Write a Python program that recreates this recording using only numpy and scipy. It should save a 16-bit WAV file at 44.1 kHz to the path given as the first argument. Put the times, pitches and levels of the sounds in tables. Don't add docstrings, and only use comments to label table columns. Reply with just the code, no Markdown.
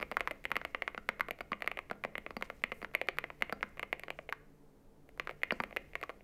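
import sys
import numpy as np
from scipy import signal
from scipy.fft import rfft, irfft
from scipy.io import wavfile
from scipy.ndimage import uniform_filter1d

SR = 44100
rng = np.random.default_rng(int(sys.argv[2]) if len(sys.argv) > 2 else 0)


def ratio_of_db(decibels):
    return 10 ** (np.asarray(decibels, float) / 20)


def put_to_file(sound):
    columns = np.atleast_2d(sound).T
    safe = np.clip(columns, -1, 1)
    whole_steps = np.round(safe * 32767)
    wavfile.write(sys.argv[1], SR, whole_steps.astype(np.int16))


N = 274743

# (time [s], level [dB])
HAND_ACTIVITY = [(0.0, 4.5), (0.75, 2.5), (1.0, 0.5), (2.06, -2), (2.36, 3), (2.62, 4.5), (2.86, -0.5),
                 (3.45, 2.5), (4.16, -1.5), (4.4, -5), (4.96, -11.5), (5.17, -2.5), (5.55, 3.5),
                 (6.06, 2.5), (6.23, -2)]
# (lower limit [Hz], below it the part is too small to radiate;
# upper limit [Hz], above it the contact is too slow; settling rattle [dB])
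CONTACT_SOFTNESS = [
    (1516, 3150, -23.5),
    (594, 9900, -20),
    (313, 1050, -22.5),
    (2470, 8970, -21.5),
    (6000, 12400, -21),
]


def rms_one(x):
    return x / np.sqrt(np.mean(x ** 2) + 1e-20)


def in_time(rows):
    return np.interp(np.arange(N) / SR, *np.transpose(rows))


def at_hz(rows, hz, axis=1):
    rows = np.array(rows)
    return np.interp(np.log(hz + 1e-9), np.log(rows[:, 0]), rows[:, axis])


def bandpass(x, order, low_hz, high_hz):
    edges_hz = [low_hz, min(high_hz, 0.45 * SR)]
    return signal.sosfilt(signal.butter(order, edges_hz, "band", fs=SR, output="sos"), x)


def coloured(spectrum):
    hz = np.fft.rfftfreq(N, 1 / SR)
    gain = ratio_of_db(at_hz(spectrum, hz)) * (hz > 6)
    return rms_one(irfft(rfft(rng.standard_normal(N)) * gain, N))


def ring(x, hz, t60):
    radius = ratio_of_db(-60 / (t60 * SR))
    angle = 2 * np.pi * hz / SR
    poles = [1, -2 * radius * np.cos(angle), radius * radius]
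    return signal.lfilter([0, np.sin(angle)], poles, x + 1e-18)


def struck(at_s, modes, level_db, contact):
    scatter_db, settle_t60_s = 1.5, 0.023
    low_hz, high_hz, settle_db = contact
    at = np.round(at_s * SR).astype(int)
    scatter = rng.standard_normal((len(at), len(modes)))
    small = 1 + low_hz / 3500
    fade = ratio_of_db(-60 * small / (settle_t60_s * SR))
    out = np.zeros(N)
    for k, (hz, mode_db, t60) in enumerate(modes):
        blows = np.zeros(N)
        np.add.at(blows, at, ratio_of_db(level_db + mode_db + scatter_db * small * scatter[:, k]))
        settling = signal.lfilter([0, 1], [1, -fade], blows)
        rattle = settling * rng.standard_normal(N) * ratio_of_db(settle_db)
        out += ring(blows + rattle, hz, t60)
    return bandpass(out, 2, low_hz, high_hz)


def contacts():
    # (time [s], keycap [dB], plate [dB], tick [dB], case [dB])
    clacks = [(.4533, -21.5, -27, -39.5, -34), (.5661, -19.5, -23, -33, -34),
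              (.8213, -22, -29.5, -45.5, -38), (1.3087, -20.5, -44, -41, -33.5),
              (1.5307, -24.5, -26, -55, -36), (2.0384, -27.5, -30.5, -44, -40),
              (2.6386, -18.5, -23, -38.5, -35), (2.950, -16.5, -24, -33.5, -31.5),
              (3.0144, -23, -28, -37.5, -32), (3.0864, -16.5, -18.5, -34, -29.5),
              (3.4224, -17, -24, -31.5, -32), (3.8291, -28, -33, -41, -50), (3.9283, -23, -28, -39, -33),
              (4.1039, -25.5, -29.5, -38, -34.5), (5.4333, -18.5, -24.5, -37.5, -34.5),
              (5.5073, -17, -28, -52, -38), (5.7689, -21, -35, -39, -29.5), (5.9541, -23, -30.5, -41, -41)]
    # (time [s], keycap [dB], plate [dB], tick [dB], case [dB])
    thocks = [(0.1144, -34, -27, -43.5, -33.5), (.169, -24, -21, -42, -34.5),
              (0.2068, -20, -22.5, -35.5, -32), (.2744, -26.5, -20, -43, -41),
              (0.5164, -22, -16.5, -45, -31.5), (0.7474, -22, -23.5, -67, -34.5),
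              (0.878, -23, -23, -47, -36.5), (1.0896, -20, -19.5, -33, -34), (1.208, -21, -18, -38, -40),
              (1.5187, -32, -22.5, -52, -35), (1.6218, -24.5, -26.5, -40, -39.5),
              (1.6757, -22, -22, -38, -34.5), (2.049, -29, -23, -42, -32.5), (2.4242, -23, -21.5, -39, -33),
              (2.7188, -24.5, -26, -49.5, -37), (3.1855, -21, -21, -34, -35),
              (3.5251, -36.5, -31, -40.5, -32.5), (3.629, -24.5, -23, -54, -38.5),
              (4.3254, -26.5, -21.5, -48.5, -51), (5.1975, -23, -23.5, -37, -39.5),
              (5.5214, -51, -32.5, -42, -28.5), (5.6018, -25.5, -15, -53, -33.5)]
    # (time [s], keycap [dB], plate [dB], tick [dB], case [dB])
    taps = [(0.027, -24, -24, -45, -36.5), (0.5562, -27, -40, -45, -39.5), (0.65, -26.5, -27, -37.5, -32),
            (1.4096, -37, -28.5, -47, -42), (1.7152, -26, -34, -46.5, -39),
            (1.7725, -27.5, -52, -50, -36.5), (1.7895, -27, -25.5, -46, -41.5), (1.912, -34, -47, -43, -32),
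            (2.154, -28.5, -33, -54, -41), (2.1803, -25, -32.5, -43.5, -36.5),
            (2.5006, -31.5, -33, -50.5, -35), (3.2407, -27.5, -32, -54, -35.5),
            (3.3021, -36, -29.5, -74, -41.5), (3.795, -26.5, -33, -42, -40),
            (4.0352, -30.5, -33, -44, -41.5), (4.2907, -29, -40, -56, -36.5), (5.273, -31.5, -27, -49, -38),
            (5.6371, -25.5, -28.5, -40, -37), (6.0288, -30, -41, -45, -35.5),
            (6.036, -33.5, -20, -47, -43.5)]
    # (time [s], keycap [dB], plate [dB], tick [dB])
    returns = [(.0004, -39, -36, -55), (.019, -39, -35, -50), (.121, -31.5, -27, -54),
               (.3099, -29, -39, -43), (.3134, -34, -39, -45), (.6147, -37, -50, -69),
               (.9466, -34.5, -35, -61), (.9776, -34, -37, -53), (1.1961, -31, -28, -53),
               (1.285, -32, -29, -51), (1.4069, -30.5, -43, -48.5), (1.6438, -34, -39, -64),
               (2.2639, -31, -30, -64), (2.3065, -38.5, -29.5, -52), (2.3667, -32, -28, -46),
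               (2.8171, -39, -41, -54), (2.8274, -36.5, -29.5, -53), (2.8463, -30.5, -42, -64),
               (3.4955, -34, -37.5, -56), (3.8314, -29, -30, -66), (3.9956, -36.5, -52.5, -42),
               (4.0823, -36.5, -30, -58), (4.189, -33.5, -31.5, -85), (5.2936, -32, -28.5, -59),
               (5.3018, -42, -63, -50), (5.310, -39, -41, -50), (5.7267, -37.5, -47, -74),
               (5.7636, -34, -23.5, -40), (6.094, -34, -32, -54), (6.2076, -50.5, -84, -77)]
    # (time [s], keycap [dB], plate [dB], tick [dB])
    touches = [(.012, -40, -27, -51), (0.1965, -38, -50, -49), (.256, -54, -52, -66),
               (0.441, -43, -62, -46), (0.447, -60, -53, -52), (0.504, -42, -39, -53),
               (1.3882, -44, -44, -52), (1.6064, -43, -47, -55), (1.6616, -46, -44, -49),
               (1.899, -37.5, -35, -64), (2.411, -52, -31.5, -48), (2.620, -53, -57, -61),
               (2.697, -54, -53, -66), (2.9135, -54, -56, -78), (2.9377, -54, -40, -50),
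               (2.9422, -38.5, -32.5, -67), (3.072, -61, -44, -52), (3.171, -55, -38, -51),
               (3.4071, -48, -62, -64), (3.411, -48, -42, -50), (3.609, -44, -61.5, -60),
               (3.7717, -49, -41, -57), (3.7791, -44, -56, -67), (5.0906, -48.5, -49, -59),
               (5.1756, -56, -40, -54), (5.252, -58, -66, -60), (5.418, -46, -70, -61),
               (5.709, -45, -45, -61), (5.9342, -44, -56, -60), (6.0134, -40, -36, -49)]
    # (time [s], keycap [dB], plate [dB], tick [dB])
    bounces = [(0.1425, -49, -60, -64), (.2127, -40, -62, -60), (0.2802, -36.5, -52, -57),
               (1.2877, -52, -31, -62), (1.776, -60, -34, -80), (1.930, -46, -72, -77),
               (1.954, -59, -55, -75), (2.7231, -35, -32, -51), (3.4994, -40, -50, -66),
               (3.638, -52, -36, -64), (4.2968, -39, -52, -48), (6.0421, -53.5, -49.5, -69),
               (6.1005, -42, -30.5, -52), (6.1056, -54, -38, -67)]
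    light_case_db = [
        -37.5,
        -40,
        -40,
    ]
    usual_db, usual_tick_db, usual_stem_db = -25, -45, -42.5
    case_follows, stem_follows, stem_hardens = 0.76, 0.4, 0.6

    landings = np.vstack([clacks, thocks, taps])
    light = [returns, touches, bounces]
    at_s, cap_db, plate_db, tick_db = np.vstack([landings[:, :4], *light]).T
    blow_db = 20 * np.log10(ratio_of_db(cap_db) + ratio_of_db(plate_db)) - usual_db
    light_db = np.repeat(light_case_db, [len(table) for table in light])
    light_db = light_db + case_follows * blow_db[len(landings):]
    case_db = np.r_[landings[:, 4], light_db]
    stem_db = usual_stem_db + stem_follows * blow_db + stem_hardens * (tick_db - usual_tick_db)
    return at_s, cap_db, plate_db, case_db, stem_db, tick_db


def nearest(at_s, about_s):
    return at_s[np.abs(at_s[:, None] - about_s).argmin(axis=0)]


def wide_keys(at_s):
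    # (time [s], desk thud [dB], stabiliser wire [dB])
    wide = [(0.0004, -45, -52), (0.018, -45.5, -52), (0.1153, -41.5, -53), (0.169, -48.5, -72),
            (0.5163, -44, -73), (0.5661, -41.5, -80), (0.9778, -41, -56), (1.0897, -41, -56),
            (1.207, -43.5, -77), (1.308, -44.5, -52), (1.4105, -46.5, -59), (1.5192, -38, -52),
            (1.9118, -39.5, -95), (2.05, -41, -54), (2.1822, -44, -76), (2.3065, -47.5, -55),
            (2.3667, -38, -49), (2.6386, -41, -74.5), (2.7193, -43, -60), (2.8274, -42.5, -58),
            (3.4234, -40.5, -68), (3.5251, -35.5, -47), (3.638, -45, -64), (5.5075, -65, -58),
            (5.5218, -36, -38), (5.6022, -38.5, -57)]
    # (frequency [Hz], level [dB], t60 [s])
    thud_modes = [(224.3, 2.5, 0.042), (241, -30.5, 0.033)]
    # (frequency [Hz], level [dB], t60 [s])
    wire_modes = [(4680, 2, .014), (4970, -8, .008)]
    wide_s, thud_db, wire_db = np.transpose(wide)
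    wide_s = nearest(at_s, wide_s)
    thud = struck(wide_s, thud_modes, thud_db, (130, 600, -40))
    wire = struck(wide_s + 0.00102, wire_modes, wire_db, (4000, 6000, -18))
    return wire - thud


def hollow_caps(at_s):
    # (time [s], level [dB])
    hollow = [(0.169, -21.5), (0.2749, -26), (0.3099, -48), (0.5165, -27), (0.6147, -33.5), (0.8779, -27.5),
              (0.9776, -28.5), (1.0897, -18.5), (1.1961, -39), (1.208, -28), (1.285, -51), (1.4064, -36),
              (1.9118, -26), (2.5006, -34), (2.847, -28), (3.1851, -35), (3.4229, -41), (3.5245, -24.5),
              (3.6292, -19), (4.1039, -53.5), (4.3242, -26), (5.2733, -35), (5.2936, -40), (5.5218, -23.5)]
    # (frequency [Hz], level [dB], t60 [s])
    cavity_modes = [(1400, -3, .010), (1600, -9, .008)]
    # (frequency [Hz], level [dB], t60 [s])
    rim_modes = [(5600, -30, 0.0017), (6930, -35.5, .014)]
    hollow_s, hollow_db = np.transpose(hollow)
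    hollow_s = nearest(at_s, hollow_s)
    cavity = struck(hollow_s, cavity_modes, hollow_db, CONTACT_SOFTNESS[1])
    rim = struck(hollow_s, rim_modes, hollow_db, CONTACT_SOFTNESS[3])
    return cavity - rim


def keys():
    # (frequency [Hz], level [dB], t60 [s])
    keycap_modes = [(2115, -1.5, 0.0098), (2385, -5, 0.0078), (2742, -10.5, 0.0066), (1800, -52, 0.0017)]
    plate_modes = [(1160, -8, .011), (1290, -13, .009)]
    case_modes = [(453, -15.5, 0.0047), (558, 0, 0.016), (670, 0.5, 0.016)]
    stem_modes = [(3410, -40, 0.0024), (4440, -6, 0.0028), (5150, -8, 0.0013), (6320, -14, 0.0036),
                  (6900, -23.5, 0.0085)]
    spring_modes = [(8040, -11.5, 0.0017), (9630, -7, 0.00092), (12500, 2, 0.0018), (13240, -22, 0.0062),
                    (14950, -7.5, 0.0035)]
    at_s, *levels = contacts()
    part_modes = [keycap_modes, plate_modes, case_modes, stem_modes, spring_modes]
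    parts = zip(part_modes, levels, CONTACT_SOFTNESS)
    cap, plate, case, stem, spring = [struck(at_s, *part) for part in parts]
    return cap + stem + spring - plate - case + wide_keys(at_s) - hollow_caps(at_s)


def room(x):
    # (frequency [Hz], level [dB], t60 [s])
    tail = [(149, -27.5, 1), (391.4, -24.5, 0.33), (1000, -31, 0.34), (2200, -35, 0.5), (4490, -31.5, 0.2),
            (9000, -37.5, .15), (15940, -42, .12)]
    # (delay [s], level [dB])
    echoes = [
        (.0098, -23.5),
        (0.0216, -33),
    ]
    t = np.arange(SR // 2) / SR
    edges_hz = 100 * 2 ** np.arange(0, 7.6, 0.5)
    white = rng.standard_normal((2, 3, len(t)))
    answers = 0
    for k, (low, high) in enumerate(zip(edges_hz, edges_hz[1:])):
        sos = signal.butter(2, [low, high], "band", fs=SR, output="sos")
        band = signal.sosfilt(sos, white[k % 2])
        hz = np.sqrt(low * high)
        decay_db = -60 * t / at_hz(tail, hz, axis=2)
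        answers = answers + band * ratio_of_db(at_hz(tail, hz) - 17 + decay_db)
    answers *= np.clip(t / 0.0063, 0, 1)
    turn = 2 * np.pi * (np.arange(N) * 3.1 / SR + np.arange(3)[:, None] / 3)
    out = signal.fftconvolve(x * np.cos(turn), answers, axes=1)[:, :N].sum(axis=0)
    dull = signal.sosfilt(signal.butter(1, 5000, fs=SR, output="sos"), x)
    for delay_s, echo_db in echoes:
        delay = round(delay_s * SR)
        out[delay:] += ratio_of_db(echo_db) * dull[:-delay]
    return out


def fingers():
    # (frequency [Hz], density [dB per Hz])
    skin = [(700, -6), (2100, 9), (3500, 0.5), (6500, -4), (9500, -8.5), (12500, -4.5), (16000, -5.5)]
    # (start [s], length [s], centre [Hz], level [dB])
    slides = [
        (0.664, 0.076, 6500, -81),
        (2.436, 0.034, 1800, -61.5),
        (2.435, .05, 6000, -89),
        (2.54, .07, 6500, -79),
        (2.712, 0.16, 11400, -73.5),
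        (3.672, .03, 7000, -78),
        (4.127, 0.13, 6300, -81.5),
        (5.52, 0.11, 6000, -77),
        (5.616, 0.013, 11000, -67),
    ]
    rustle_db = -78
    grain = ratio_of_db(1.4 * rms_one(uniform_filter1d(rng.standard_normal(N), size=150)))
    out = ratio_of_db(rustle_db + in_time(HAND_ACTIVITY)) * rms_one(coloured(skin) * grain)
    for start_s, length_s, hz, slide_db in slides:
        i, n = round(start_s * SR), round(length_s * SR)
        band = bandpass(rng.standard_normal(SR // 4), 1, hz * 0.65, hz * 1.4)
        rub = band[:n] * grain[i:i + n] ** 2
        out[i:i + n] += ratio_of_db(slide_db) * rms_one(rub) * signal.windows.tukey(n, 0.5)
    return out


def background():
    # (frequency [Hz], density [dB per Hz])
    air_colour = [(12, 4), (25, -0.5), (36, -10.5), (85, -31.5), (300, -13.5), (600, -19.5), (3000, -42.5),
                  (16000, -45.5)]
    # (frequency [Hz], width [Hz], rms level [dB])
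    resonances = [(93, 7.9, -79), (148.75, 6, -69), (202.3, 5, -74), (276, 27, -73.5), (441.4, 19, -71.5),
                  (875, 6.45, -87)]
    air_db, rumble_db, rumble_follows = -62.5, -65, 0.83
    hum = 0
    for hz, width_hz, hum_db in resonances:
        hum = hum + ratio_of_db(hum_db) * rms_one(ring(rng.standard_normal(N), hz, 3.6 / width_hz))
    low = bandpass(rng.standard_normal(N), 2, 20, 62)
    rumble = ratio_of_db(rumble_db + rumble_follows * in_time(HAND_ACTIVITY)) * rms_one(low)
    return ratio_of_db(air_db) * coloured(air_colour) + hum + rumble


def scene():
    board = keys()
    return (board + room(board) + fingers() + background())[None]


def band_limit(x):
    return signal.sosfilt(signal.butter(12, 16870, fs=SR, output="sos"), x)


def record(dry):
    mix = signal.sosfilt(signal.cheby2(10, 60, 16900, fs=SR, output="sos"), dry)
    return band_limit(mix)


dry = scene()
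out = record(dry)
put_to_file(out)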